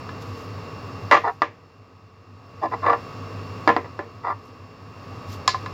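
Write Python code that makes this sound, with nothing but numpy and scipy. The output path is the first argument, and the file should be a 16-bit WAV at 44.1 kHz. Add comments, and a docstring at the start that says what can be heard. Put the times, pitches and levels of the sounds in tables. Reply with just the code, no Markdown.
"""Small paint bottles are set down and slid about on a wooden table; a plastic cap drops beside them.
Each touch makes the table top or the cap ring, and a sliding bottle sticks and slips in tiny jerks.
Fingers rub on the cap, and a fan hums in the small room.
An automatic volume control turns the sound down after the hard knocks and lets it creep back up."""
import sys
import numpy as np
from scipy import signal
from scipy.fft import rfft, irfft
from scipy.io import wavfile
from scipy.ndimage import uniform_filter1d

SR = 44100
rng = np.random.default_rng(int(sys.argv[2]) if len(sys.argv) > 2 else 0)


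def store_wav(level_fs):
    """Save 16-bit WAV to argv[1]."""
    pcm = np.round(np.clip(np.atleast_2d(level_fs), -1, 1) * 32767)
    wavfile.write(sys.argv[1], SR, pcm.T.astype(np.int16))


N = 252693
TIME = np.arange(N) / SR
RING_TIME = TIME[:2 ** 14]   # long enough for one touch to die away

# The dense ring of wood and room after a touch. Each row: pitch in Hz, relative level in dB.
WOOD_TAIL_COLOUR = [(100, -3.5), (330, -0.5), (700, -2), (1100, 0.5), (1450, -11.5), (1800, -0.5),
                    (3100, -11), (4900, -11), (7200, -12.5), (8400, -39.5), (15000, -14)]


def bottle_knocks(gap_s=.0105, jitter_s=.001, loss_db=7.5, softening=0.063, tick_loss_db=14.5):
    """A bottle lands on its edge and may rock flat in a few quick touches, ever weaker and softer."""
    # Each row: start and rocking time in seconds, level in dB, treble limit, bass limit and
    # the pitch this spot favours in Hz, the bottle's own tick in dB relative to the level.
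    landings = [(1.1125, 0.062, -10, 2780, 470, 1170, -21.5), (1.4190, 0.0041, -3, 2230, 420, 1170, -23.5),
                (3.6757, 0.025, -11, 1900, 270, 335, -21.5), (3.7646, 0, -14.5, 1420, 230, 387, -24),
                (3.845, 0.024, -35.5, 1200, 500, 970, -42), (3.991, 0.004, -19.5, 1500, 251.5, 387, -28)]
    out = np.zeros(N)
    for start, rock_s, db, treble_hz, bass_hz, spot_hz, tick_db in landings:
        steps = np.linspace(0, 1, 1 + int(round(rock_s / gap_s)))
        delays = steps * rock_s + (steps > 0) * jitter_s * rng.standard_normal(len(steps))
        for delay, progress in zip(delays, steps):
            softened_hz = treble_hz * (1 - softening * progress)
            weakened_tick_db = tick_db - tick_loss_db * np.sqrt(progress)
            touch = knock(softened_hz, bass_hz, spot_hz, weakened_tick_db)
            add(out, start + delay, from_db(db - loss_db * progress ** 2) * touch)
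    return out


def knock(treble_hz, bass_hz, spot_hz, tick_db, energy_s=.02):
    """One touch of a bottle: the thud of the table top and the tick of its own wall."""
    wood = favour(table_ring(), spot_hz, lift_db=0.5, width=0.09)
    thud = contact(wood, treble_hz, bass_hz, energy_s)
    tick = from_db(tick_db) * np.sqrt(energy_s * SR) * bottle_ring()
    return thud + tick


def table_ring():
    """The wooden top, with a bottle on it, rings at many pitches at once."""
    # Each row: pitch in Hz, relative level in dB, seconds to fade by 60 dB.
    tones = [(237, -23.5, 0.057), (320, -1, 0.11), (407, -8.5, 0.091), (470, -7, 0.24), (582, -3.5, 0.15),
             (627, -13.5, 0.06), (707, -3, 0.08), (778, -7.5, 0.14), (810, 4.5, 0.025), (962.6, -1, 0.091),
             (1032, 0, 0.13), (1104, -1, 0.062), (1178, 1, 0.06), (1310, -8, 0.084), (1384, -5, 0.086),
             (1632, -12, 0.082), (1660, -10, 0.044), (1733.4, -2.5, 0.091), (1966, 5, 0.037),
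             (1905, -20.5, 0.18), (2320, -13.5, 0.077), (2760, -8.5, .07)]
    return ring(tones, WOOD_TAIL_COLOUR, scatter_db=3, tail_db=-6, crack_db=-10, crack_s=0.043)


def bottle_ring():
    """The bottle's stiff wall gives a short, bright ring."""
    # Each row: pitch in Hz, relative level in dB, seconds to fade by 60 dB.
    tones = [(3595, 1.5, 0.015), (4080, -4.5, 0.033), (4780, 1.5, 0.013), (4850, -5.5, 0.019),
             (5000, -4, 0.013), (6200, -25.5, .03)]
    wall = ring(tones, WOOD_TAIL_COLOUR, scatter_db=0.84, tail_db=-11, crack_db=-12, crack_s=.01)
    return energy_one(butter(butter(wall, 3000, "high"), 7600, "low"))


def bottle_slides(slips_per_s=700, uneven_db=2.5, push_db=4.5, grit_db=-22, grip_s=0.27, rasp_db=-32):
    """A bottle sticks and slips: many little jerks shake the table top and make the bottle rasp."""
    # Each row: start and end in seconds, level in dB, treble limit, bass limit and chatter pitch in Hz.
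    strokes = [(1.234, 1.305, -13.5, 1220, 744, 850), (2.616, 2.664, -15.5, 866, 500, 1016),
               (2.711, 2.750, -20.5, 780, 680, 1030), (2.817, 2.938, -18.5, 900, 720, 1120),
               (4.230, 4.331, -17.5, 1400, 550, 1170)]
    out, size = np.zeros(N), len(RING_TIME)
    for start, end, db, treble_hz, bass_hz, chatter_hz in strokes:
        length_s = end - start
        progress = np.clip(RING_TIME / length_s, 0, 1)
        swell = np.maximum(np.sin(np.pi * progress), 0) ** .55
        pressure = swell * from_db(push_db * progress)   # the hand bears down
        slips = (rng.random(size) < slips_per_s / SR) * from_db(uneven_db * rng.standard_normal(size))
        force = pressure * (slips + from_db(grit_db) * rng.standard_normal(size))
        gripped = table_ring() * fade(grip_s)   # the hand damps the ring
        shake = favour(signal.fftconvolve(force, gripped), chatter_hz, lift_db=3, width=0.098)
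        shake = butter(shake, 2110, "low")   # the pressed bottle smothers the treble
        scrape = contact(shake, treble_hz, bass_hz, length_s)
        rasp = energy_one(signal.fftconvolve(force, bottle_ring())) * np.sqrt(length_s * SR)
        add(out, start, from_db(db) * (scrape + from_db(rasp_db) * rasp))
    return out


def bottle_hops(start_s=2.8636, gap_s=.0335, first_db=-15, loss_db=1.23, count=3):
    """In the longest slide the bottle snags and hops along at an even pace."""
    out = np.zeros(N)
    for k in range(count):
        hop = knock(treble_hz=1058, bass_hz=714, spot_hz=1159.5, tick_db=-32.5)
        add(out, start_s + k * gap_s, from_db(first_db - k * loss_db) * hop)
    return out


def cap_taps():
    """The light plastic cap clicks down, chatters and tips flat."""
    # Each row: start in seconds, level in dB, treble limit and bass limit in Hz.
    taps = [(0.0917, -35.5, 2160, 1170), (5.4777, -11.5, 8000, 760), (5.5448, -20.5, 1150, 680),
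            (5.6610, -30.5, 2770, 850)]
    # The cap on the table. Each row: pitch in Hz, relative level in dB, seconds to fade by 60 dB.
    tones = [(766, 1, 0.058), (1034, 6, 0.08), (1205, 11.5, 0.016), (1710, -1.5, 0.079), (2030, 3.5, 0.02),
             (2200, -19, 0.053), (2760, -11.5, 0.063), (3870, 0.5, 0.017), (4630, -19, 0.067),
             (5050, -12, 0.11), (6500, -32, 0.043), (7160, -4.5, 0.036)]
    # The dense ring after a tap. Each row: pitch in Hz, relative level in dB.
    tail_colour = [(300, 10), (1100, 4), (1450, 0), (2100, 5), (3100, -1), (4000, 6.5), (5100, 7.5),
                   (5900, 0), (7300, -4), (8300, -19), (15000, -14)]
    out = np.zeros(N)
    for start, db, treble_hz, bass_hz in taps + cap_bounces(taps):
        plastic = ring(tones, tail_colour, scatter_db=1.5, tail_db=-8.5, crack_db=-7, crack_s=0.014)
        add(out, start, from_db(db) * contact(plastic, treble_hz, bass_hz, energy_s=0.013))
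    return out


def cap_bounces(taps, gap_s=.0136, drop_db=19, loss_db=8, bass_hz=3000, count=3):
    """Thin, dying bounces follow the cap's hardest tap; they come back as extra rows of taps."""
    start, db, treble_hz, _ = max(taps, key=lambda tap: tap[1])
    return [(start + (k + 1) * gap_s, db - drop_db - k * loss_db, treble_hz, bass_hz)
            for k in range(count)]


def finger_rubs(grain_db=4):
    """Skin on the cap or a bottle, or a passing sleeve: a thin hiss that catches in tiny grains."""
    # Each row: middle and half length in seconds, level in dB.
    rubs = [(0.224, 0.009, -53.5), (0.29, 0.064, -59.5), (0.415, 0.036, -56.5), (1.06, 0.033, -64),
            (1.28, 0.09, -53.5), (3.05, 0.078, -65), (3.65, 0.16, -66), (4.47, 0.024, -55),
            (5.05, 0.1, -65), (5.325, 0.028, -46.5), (5.616, 0.059, -63)]
    # Each row: pitch in Hz, relative level in dB.
    hiss_colour = [(1500, -1), (4900, 12.5), (7200, 5), (8300, -8), (10000, -3), (12000, -4), (14000, 2),
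                   (16000, -11.5)]
    pressure = sum(from_db(db) * np.exp(-.5 * ((TIME - middle) / half) ** 2) for middle, half, db in rubs)
    grain = from_db(grain_db * wobble(500))
    return pressure * rms_one(grain * noise(hiss_colour, N))


def fan(air_db=-39.5, whine_db=-0.5, waver_db=1.5):
    """A fan makes rushing air, a throbbing drone around the mains hum and a thin motor whine."""
    # Each row: pitch in Hz, relative level in dB.
    air_colour = [(28, -49), (90, 3.5), (260, -1.5), (520, -4), (850, -7), (1200, -6.5), (1400, -12),
                  (2800, -18.5), (3050, -23), (5400, -21), (5900, -29), (7500, -31.5), (8200, -47),
                  (15000, -41)]
    # The rotor and the mains. Each row: pitch in Hz, level in dB.
    hums = [(48.3, -60.5), (100, -41.5)]
    # Each row: middle pitch and width in Hz, level in dB.
    drones = [(100.9, 19.2, -40.5), (155.7, 23, -52), (261.2, 29.5, -48.5), (452.3, 65, -48),
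              (1122, 214, -49), (9100, 220, -81.5)]
    # Each row: pitch in Hz, relative level in dB.
    whines = [(1114, -49), (1163, -53), (1260, -52.5), (2514, -72), (2562, -62.5), (2708, -63), (2756, -56),
              (3289, -90.5), (4495, -63.5), (4883, -75.5), (5367, -64)]
    out = from_db(air_db) * noise(air_colour, N)
    for hz, db in hums:
        out += from_db(db) * rms_one(np.sin(2 * np.pi * hz * TIME))
    for hz, width_hz, db in drones:
        drone = butter(rng.standard_normal(N + SR), [hz - width_hz / 2, hz + width_hz / 2], "band")
        out += from_db(db) * rms_one(drone[SR:])   # skip the second in which it builds up
    for hz, db in whines:
        level = from_db(db + whine_db + waver_db * wobble(8.6))
        out += level * rms_one(np.sin(2 * np.pi * (hz * TIME + rng.random())))
    return out


def ring(tones, colour, scatter_db, tail_db, crack_db, crack_s):
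    """A struck object gives tones whose strengths vary with the spot, a short crack and a dense tail."""
    hz, db, fade_s = np.transpose(tones)[:, :, None]
    strength = from_db(db + scatter_db * rng.standard_normal(hz.shape)) * rng.choice([-1, 1], hz.shape)
    ringing = np.sum(strength * np.sin(2 * np.pi * hz * RING_TIME) * fade(fade_s), axis=0)
    crack = noise(colour, len(RING_TIME)) * fade(crack_s)
    return energy_one(ringing) + from_db(tail_db) * tail(colour) + from_db(crack_db) * energy_one(crack)


def tail(colour):
    """Countless weak tones and echoes blur into noise whose bands die at their own rates."""
    # Each row: pitch in Hz, seconds to fade by 60 dB.
    band_fades = [(200, 0.3), (1000, 0.19), (2000, 0.25), (5000, 0.23), (14000, 0.087)]
    size = len(RING_TIME)
    spectrum, hz = rfft(noise(colour, size)), np.fft.rfftfreq(size, 1 / SR)
    centres, fade_times = np.transpose(band_fades)
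    shares = [at_hz(np.column_stack([centres, one]), hz) for one in np.eye(len(centres))]
    bands = [irfft(spectrum * share, size) for share in shares]
    return energy_one(sum(band * fade(fade_s) for band, fade_s in zip(bands, fade_times)))


def contact(sound, treble_hz, bass_hz, energy_s):
    """Soft touches lose treble, light ones bass; the energy equals level 1 held for energy_s seconds."""
    trimmed = butter(butter(sound, treble_hz, "low"), bass_hz, "high")
    return energy_one(trimmed) * np.sqrt(energy_s * SR)


def favour(sound, hz, lift_db, width):
    """Lifts the tones near one pitch by adding a narrow band of the sound to itself."""
    return sound + from_db(lift_db) * butter(sound, hz * np.exp([-width / 2, width / 2]), "band", order=1)


def from_db(db):
    """Turns decibels into a factor to multiply by."""
    return 10 ** (np.asarray(db) / 20)


def fade(seconds):
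    """A curve that falls by 60 dB in the given time."""
    return from_db(-60 * RING_TIME / seconds)


def rms_one(x):
    """Scales a sound to an average (rms) level of 1."""
    return x / np.sqrt(np.mean(x ** 2) + 1e-20)


def energy_one(x):
    """Scales a sound to a total energy of 1."""
    return x / np.sqrt(np.sum(x ** 2) + 1e-20)


def at_hz(points, hz):
    """Reads between the rows of a table, with octaves evenly spaced."""
    known_hz, values = np.transpose(points)
    return np.interp(np.log(np.maximum(hz, 1)), np.log(known_hz), values)


def butter(x, hz, kind, order=2):
    """A smooth filter that keeps the lows, the highs or one band."""
    sections = signal.butter(order, np.clip(hz, 10, SR * .45), kind, fs=SR, output="sos")
    return signal.sosfilt(sections, x)


def noise(colour, size):
    """Noise at level 1; its colour says how strong each pitch is."""
    gains = from_db(at_hz(colour, np.fft.rfftfreq(size, 1 / SR)))
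    return rms_one(irfft(rfft(rng.standard_normal(size)) * gains, size))


def wobble(hz):
    """A random curve that wanders up to about hz times a second."""
    return rms_one(butter(rng.standard_normal(N), hz, "low"))


def add(out, start_s, sound):
    """Mixes a sound in at the given time."""
    start = int(round(start_s * SR))
    out[start:start + len(sound)] += sound[:N - start]


def scene():
    """Everything on and around the table, in one channel."""
    return (fan() + finger_rubs() + cap_taps() + bottle_slides() + bottle_hops() + bottle_knocks())[None]


def volume_control(x, threshold_db=-28.5, slope=1.9, deepest_db=14.5,
                   window_s=.08, attack_s=.19, hold_s=1.02, release_db_per_s=25):
    """Gain in dB: a burst of middle pitches at the output turns it down; it waits, then creeps back."""
    block = 256
    step_s = block / SR
    powers = uniform_filter1d(butter(x, [1400, 2200], "band") ** 2, block)[::block]
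    heard, goal, cut, wait, cuts = 0, 0, 0, 0, []
    for power in powers:
        heard += (power * from_db(-cut) ** 2 - heard) * step_s / window_s
        heard_db = 10 * np.log10(abs(heard) + 1e-12)
        wanted = min(slope * (heard_db - threshold_db), deepest_db)
        wait -= step_s
        if wanted > goal:
            goal, wait = wanted, hold_s
        elif wait < 0:
            goal = max(goal - release_db_per_s * step_s, 0)
        cut += (goal - cut) * step_s / attack_s
        cuts.append(cut)
    return -np.interp(TIME, TIME[::block], cuts)


def record(dry, sensing_db=-1, top_hz=16000):
    """Applies the volume control, rounds off the loudest peaks and cuts the highest treble."""
    ducked = dry * from_db(volume_control(from_db(sensing_db) * dry[0]))
    rounded = ducked / (1 + ducked ** 4) ** .25
    return signal.sosfilt(signal.ellip(10, .1, 80, top_hz, fs=SR, output="sos"), rounded)


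dry = scene()
out = record(dry)
store_wav(out)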